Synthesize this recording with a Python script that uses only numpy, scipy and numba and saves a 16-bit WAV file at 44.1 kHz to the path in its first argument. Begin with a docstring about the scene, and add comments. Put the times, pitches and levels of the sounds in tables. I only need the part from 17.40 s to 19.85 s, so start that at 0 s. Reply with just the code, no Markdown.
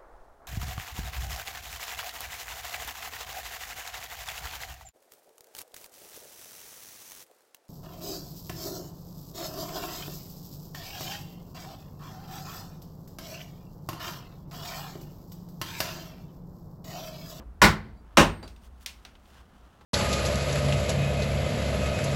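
"""Two hammer blows in a workshop

A hammer twice hits a cloth-wrapped metal part on a wooden bench in a small timber workshop. Each blow
makes the part clatter and the bench boom, and a limiter holds it down; the second leaves a thin steel
ring. Light knocks and clicks follow, and the cloth rustles as it is lifted, over a low room rumble."""
import sys
import numpy as np
from scipy import signal
from scipy.fft import rfft, irfft
from scipy.io import wavfile
from scipy.ndimage import uniform_filter1d, minimum_filter1d
from numba import njit

SR = 44100
rng = np.random.default_rng(int(sys.argv[2]) if len(sys.argv) > 2 else 0)


def transcribe(signal):
    """Save signal, clipped to [-1, 1], as a 16-bit WAV file at the path in sys.argv[1]."""
    frames = np.atleast_2d(signal).T
    limited = np.clip(frames, -1, 1)
    pcm = np.round(limited * 32767).astype(np.int16)
    wavfile.write(sys.argv[1], SR, pcm)


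N = 108045
T = np.arange(N) / SR
EVENT_SIZE = 36000  # samples in one short sound
AGE = T[:EVENT_SIZE]  # seconds since that sound began
BUILD_CYCLES = 1.9  # counted in vibrations, so low notes take longer to build up


def undb(db):
    """Turns decibels into a gain."""
    return 10 ** (np.asarray(db) / 20)


def look_up(table, hz):
    """Reads a table between its rows, with octaves evenly spaced."""
    pitches, values = np.array(table, float).T
    return np.interp(np.log(hz + 1e-6), np.log(pitches), values)


def unit(x):
    """Scales x to an average power of 1."""
    return x / np.sqrt(np.mean(x ** 2))


def place(x, start_s):
    """Starts a sound at a given time."""
    return np.pad(x, (max(int(start_s * SR), 0), N))[:N]


def shape(x, gain_db):
    """Turns each pitch up or down by gain_db(hz), then sets the power to 1."""
    hz = np.fft.rfftfreq(len(x), 1 / SR)
    return unit(irfft(rfft(x) * undb(gain_db(hz)), len(x)))


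def noise(colour, tilt_db=0, size=EVENT_SIZE):
    """Noise with a colour (balance of low and high), tilted by tilt_db per octave above 500 Hz."""
    def gain_db(hz):
        octaves = np.log2(np.maximum(hz, 500) / 500)
        return look_up(colour, hz) + tilt_db * octaves - 30 * (hz < 20)
    return shape(rng.standard_normal(size), gain_db)


def patchy(x, depth_db=2.5, width_hz=60):
    """Crowded high vibrations make narrow, random patches of pitch louder or softer."""
    hills = rng.standard_normal(len(x))
    steps = np.arange(len(x))
    return shape(x, lambda hz: depth_db * np.interp(hz / width_hz, steps, hills) * hz / (hz + 2000))


def decay(fade_s, hold_s=0):
    """Holds, then dies away by 60 dB in fade_s."""
    return np.exp(-np.log(1000) * np.maximum(AGE - hold_s, 0) / fade_s)


def fade_octaves(x, fades, build_cycles=0):
    """Each octave of x builds up, then dies away at its own rate."""
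    lowest_hz = 31.25
    octave = np.log2(np.clip(np.fft.rfftfreq(EVENT_SIZE, 1 / SR), lowest_hz, 16000) / lowest_hz)
    spectrum, out = rfft(x), 0
    for k in range(10):
        hz = lowest_hz * 2 ** k
        band = irfft(spectrum * np.maximum(1 - abs(octave - k), 0))
        rise = 1 - np.exp(-AGE * hz / (build_cycles + 1e-9))
        out += band * rise * decay(look_up(fades, hz), hold_s=0.011)
    return out


def ring(tones, hold_s=0):
    """A struck thing rings with its own pure tones, which build up and die away."""
    out = 0
    for hz, fade_s, db in tones:
        rise = 1 - np.exp(-AGE * hz / BUILD_CYCLES)
        wave = np.sin(2 * np.pi * (hz * AGE + rng.random()))
        out += undb(db) * decay(fade_s, hold_s) * rise * wave
    return out


def background(rumble_hz=59, width_hz=21):
    """Quiet workshop air and a low, wavering rumble."""
    # colour of the air: pitch_hz, relative_db
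    air_colour = [(25, -6), (75, -3), (110, -13), (200, -8), (400, -18.5), (750, -18), (1300, -22),
                  (2200, -35), (3300, -40), (7000, -44.5), (15500, -47)]
    # loudness of the rumble: time_s, level_db
    rumble_levels = [(0, -44), (.65, -50), (1.05, -45.5), (1.45, -55), (1.7, -57), (2.45, -58)]
    hz = np.fft.rfftfreq(N, 1 / SR)
    rumble = irfft(rfft(rng.standard_normal(N)) / (1 + (2 * (hz - rumble_hz) / width_hz) ** 2), N)
    rumble_db = np.interp(T, *np.array(rumble_levels).T)
    return undb(-57.5) * noise(air_colour, size=N) + undb(rumble_db) * unit(rumble)


def room(x, echo_db):
    """Adds the short wash of echoes from the timber walls."""
    # colour of the echoes: pitch_hz, relative_db
    colour = [(50, 2), (200, 3), (500, 1.5), (1000, 0), (2000, 4), (3200, -4), (5000, -10), (15000, 4.5)]
    # how long they last: pitch_hz, fade_s
    fades = [(60, 0.82), (200, 0.83), (600, 0.21), (2000, 0.42), (5000, 0.31), (15000, 0.2)]
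    tail = place(fade_octaves(noise(colour), fades), start_s=0.006)
    tail /= np.sqrt(np.sum(tail ** 2))
    return x + undb(echo_db) * signal.fftconvolve(x, tail)[:N]


def cloth(crease_db=2, crease_s=0.004):
    """Soft swells of rubbing, made grainy by creases catching and letting go."""
    # strokes of cloth and sleeve: centre_s, half_length_s, level_db, tilt_db_per_octave
    strokes = [(0.01, 0.018, -52, -7.5), (0.724, 0.059, -65, -1), (1.25, 0.021, -60, 5),
               (1.425, 0.015, -58.5, 7.5), (1.594, 0.22, -66.5, 3), (1.9, 0.053, -64.5, 5),
               (1.971, 0.036, -56, 1.5), (2.221, 0.21, -65.5, 1.5)]
    # colour of the rubbing: pitch_hz, relative_db
    colour = [(150, 0.5), (400, 0), (1300, 8), (2300, -4.5), (3000, -0.5), (4000, -8.5), (6000, -12.5),
              (9000, -19), (15000, -25.5)]
    jitter = unit(uniform_filter1d(rng.standard_normal(N), int(crease_s * SR)))
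    creases = unit(undb(crease_db * jitter))
    rubbing = 0
    for centre_s, half_length_s, db, tilt_db in strokes:
        swell = np.exp(-0.5 * ((T - centre_s) / half_length_s) ** 2)
        rubbing += undb(db) * noise(colour, tilt_db, size=N) * swell
    return creases * rubbing


def knock(db, fade_s, bass_db):
    """A short wooden thud, heavier or lighter below about 400 Hz."""
    # colour of the wood: pitch_hz, relative_db
    wood = [(40, -6), (200, -0.5), (400, -4.5), (800, -6), (1400, -13.5), (2200, -21), (4000, -23.5),
            (7000, -34.5), (15000, -46.5)]
    colour = [(hz, level + bass_db / (1 + (hz / 400) ** 2)) for hz, level in wood]
    return undb(db) * noise(colour) * decay(fade_s)


def chink(db):
    """A loose metal piece rings briefly."""
    # its tones: pitch_hz, fade_s, relative_db
    tones = [(4005, .2, -8), (4624, .17, 0), (4655, .2, -6), (7526, .17, -14), (9717, .17, -18),
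             (10815, .17, -19)]
    return undb(db) * ring(tones)


def click(db, peak_hz, lift_db, tilt_db, width_hz=1800, rise_s=0.00064):
    """A dry snap, strongest around one pitch, and its duller wash from the walls."""
    # colour of a click: pitch_hz, relative_db
    colour = [(200, -39), (700, -22), (1600, -13.5), (2400, -3.5), (5600, -3.5), (8000, -8), (11000, -11.5),
              (15500, -12)]
    snap = shape(noise(colour, tilt_db), lambda hz: lift_db / (1 + (2 * (hz - peak_hz) / width_hz) ** 2))
    snap *= (1 - np.exp(-AGE / rise_s)) * decay(fade_s=0.019)
    wash = undb(-16) * noise(colour, tilt_db - 3) * decay(fade_s=0.24)
    return undb(db) * (snap + wash)


def small_sounds():
    """Dull knocks, metal chinks and dry clicks around the blows."""
    # the dying boom of an earlier blow, then things settling on the bench:
    # start_s, level_db, fade_s, bass_lift_db
    knocks = [(0.0, -49.5, 0.57, 21.5), (0.45, -44, 0.53, 20.5), (1.028, -40.5, 0.24, -0.5),
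              (1.652, -50.5, 0.11, -40), (2.41, -50.5, 0.088, -17)]
    # loose metal chinking: start_s, level_db
    chinks = [(0.573, -67), (1.028, -47)]
    # sharp handling clicks: start_s, level_db, peak_hz, peak_lift_db, tilt_db_per_octave
    clicks = [(1.077, -39.5, 3720, 13, -0.5), (1.162, -49, 3120, 12, -1.5), (1.4609, -22.5, 3000, 4.5, -1),
              (1.65, -35.5, 4140, 9.5, -4.5), (1.753, -49, 3630, 9, -8), (1.855, -52, 4000, 18, -9)]
    out = 0
    for sound, events in (knock, knocks), (chink, chinks), (click, clicks):
        for start_s, *settings in events:
            out += place(sound(*settings), start_s)
    return out


def clatter(blow):
    """The struck part clatters in a dense burst of noise."""
    # colour of the clatter, one list for each blow: pitch_hz, relative_db
    colours = [
        [(24, -30), (40, -3), (158, -2.5), (266, -6), (333, -5.5), (577, -16.5), (722, -14), (1100, -6),
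         (1220, -11), (2060, -7), (2640, -17), (4030, -16.5), (15500, -35.5)],
        [(24, -28), (40, 1.5), (120, -12), (224, 0.5), (427, -9), (562, -12), (740, -11), (949, -9.5),
         (2160, -17), (2840, -13), (4920, -24.5), (5720, -21), (15500, -42)],
    ]
    # how long it lasts: pitch_hz, fade_s
    fades = [(50, 0.36), (200, 0.19), (600, 0.34), (2000, 0.24), (4000, .22), (8000, 0.2), (15000, 0.2)]
    return fade_octaves(patchy(noise(colours[blow])), fades, BUILD_CYCLES)


def bench_boom(blow):
    """The blow shakes the wooden bench, which booms."""
    # low tones of the bench: pitch_hz, fade_s, first_blow_db, second_blow_db
    tones = [(54, 0.42, -31, -24.0), (72.4, 0.54, -31.5, -28), (95.1, 0.5, -25.0, -22.5),
             (151.9, 0.45, -22.0, -24), (170.5, 0.28, -18.0, -17), (210, 0.45, -21.0, -29.5),
             (230.6, 0.27, -32.5, -19.5), (344.8, 0.25, -25.0, -22)]
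    return ring([(hz, fade_s, levels[blow]) for hz, fade_s, *levels in tones], hold_s=0.016)


def part_ring(blow, cloth_factor=0.75):
    """The metal part rings, cut shorter by the cloth around it."""
    # tones of the part: pitch_hz, unwrapped_fade_s, first_blow_db, second_blow_db
    tones = [(564, 0.25, -23.0, -18.0), (599, 0.25, -22.0, -28.0), (817, 0.25, -22.0, -18.0),
             (921, 0.25, -29.0, -23.0), (993, 0.25, -18.0, -26.0), (1030, 0.25, -20.0, -21.0),
             (1083, 0.25, -19.0, -30.0), (1111, 0.25, -20.0, -24.0), (1248, 0.25, -28.0, -23.0),
             (1455, 0.25, -17.0, -28.0), (1490, 0.25, -21.0, -31.0), (1600, 0.25, -33.0, -25.0),
             (1824, 0.25, -23.0, -27.0), (2047, 0.25, -21.0, -34.0), (2369, .25, -26, -31),
             (2444, .2, -31, -27), (2837, .25, -34, -31), (3980, .22, -29, -38), (5556, .2, -35, -32)]
    return ring([(hz, fade_s * cloth_factor, levels[blow]) for hz, fade_s, *levels in tones], hold_s=0.016)


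def buzz():
    """The part keeps buzzing against the bench."""
    # colour of the buzz: pitch_hz, relative_db
    colour = [(200, -21), (900, -3.5), (1500, 1), (2200, -2), (2700, -12), (4500, -8.5), (7000, -35.5),
              (15000, -34.5)]
    return patchy(noise(colour)) * decay(fade_s=0.52)


def hammer():
    """Each blow shakes the part, the bench and the hammer's own steel head."""
    # hammer blows: start_s, clatter_db, steel_db, buzz_db
    blows = [(0.2168, -7.5, -72, -32.5), (0.7708, -8, -50.5, -34.5)]
    # tones of the steel head: pitch_hz, fade_s, relative_db
    steel_tones = [(8559, .85, 0), (12090, 1.1, -13)]
    out = 0
    for blow, (start_s, clatter_db, steel_db, buzz_db) in enumerate(blows):
        hit = undb(clatter_db) * clatter(blow) + bench_boom(blow) + part_ring(blow)
        lingering = undb(buzz_db) * buzz() + undb(steel_db) * ring(steel_tones)
        out += place(hit + lingering, start_s)
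    return out


def scene():
    """Mixes everything into one channel."""
    mix = room(hammer(), echo_db=-22.5) + room(small_sounds(), echo_db=-16) + cloth() + background()
    return mix[None]


@njit
def follow_peaks(x, sink):
    """Jumps to each peak and sinks back."""
    out, level = np.empty(len(x)), 0.
    for i in range(len(x)):
        level = max(x[i], level * sink)
        out[i] = level
    return out


def record(dry, limit_db=-3, release_s=0.02, top_hz=16000):
    """The microphone's limiter quickly turns loud peaks down; the highest treble is cut."""
    peak = follow_peaks(abs(dry[0]), np.exp(-1 / (release_s * SR)))
    gain = np.minimum(1, undb(limit_db) / (peak + 1e-9))
    gain = uniform_filter1d(minimum_filter1d(gain, size=45), size=45)  # smoothed over about 1 ms
    treble_cut = signal.ellip(8, 0.2, 70, top_hz, fs=SR, output="sos")
    return signal.sosfilt(treble_cut, dry * gain)


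dry = scene()
out = record(dry)
transcribe(out)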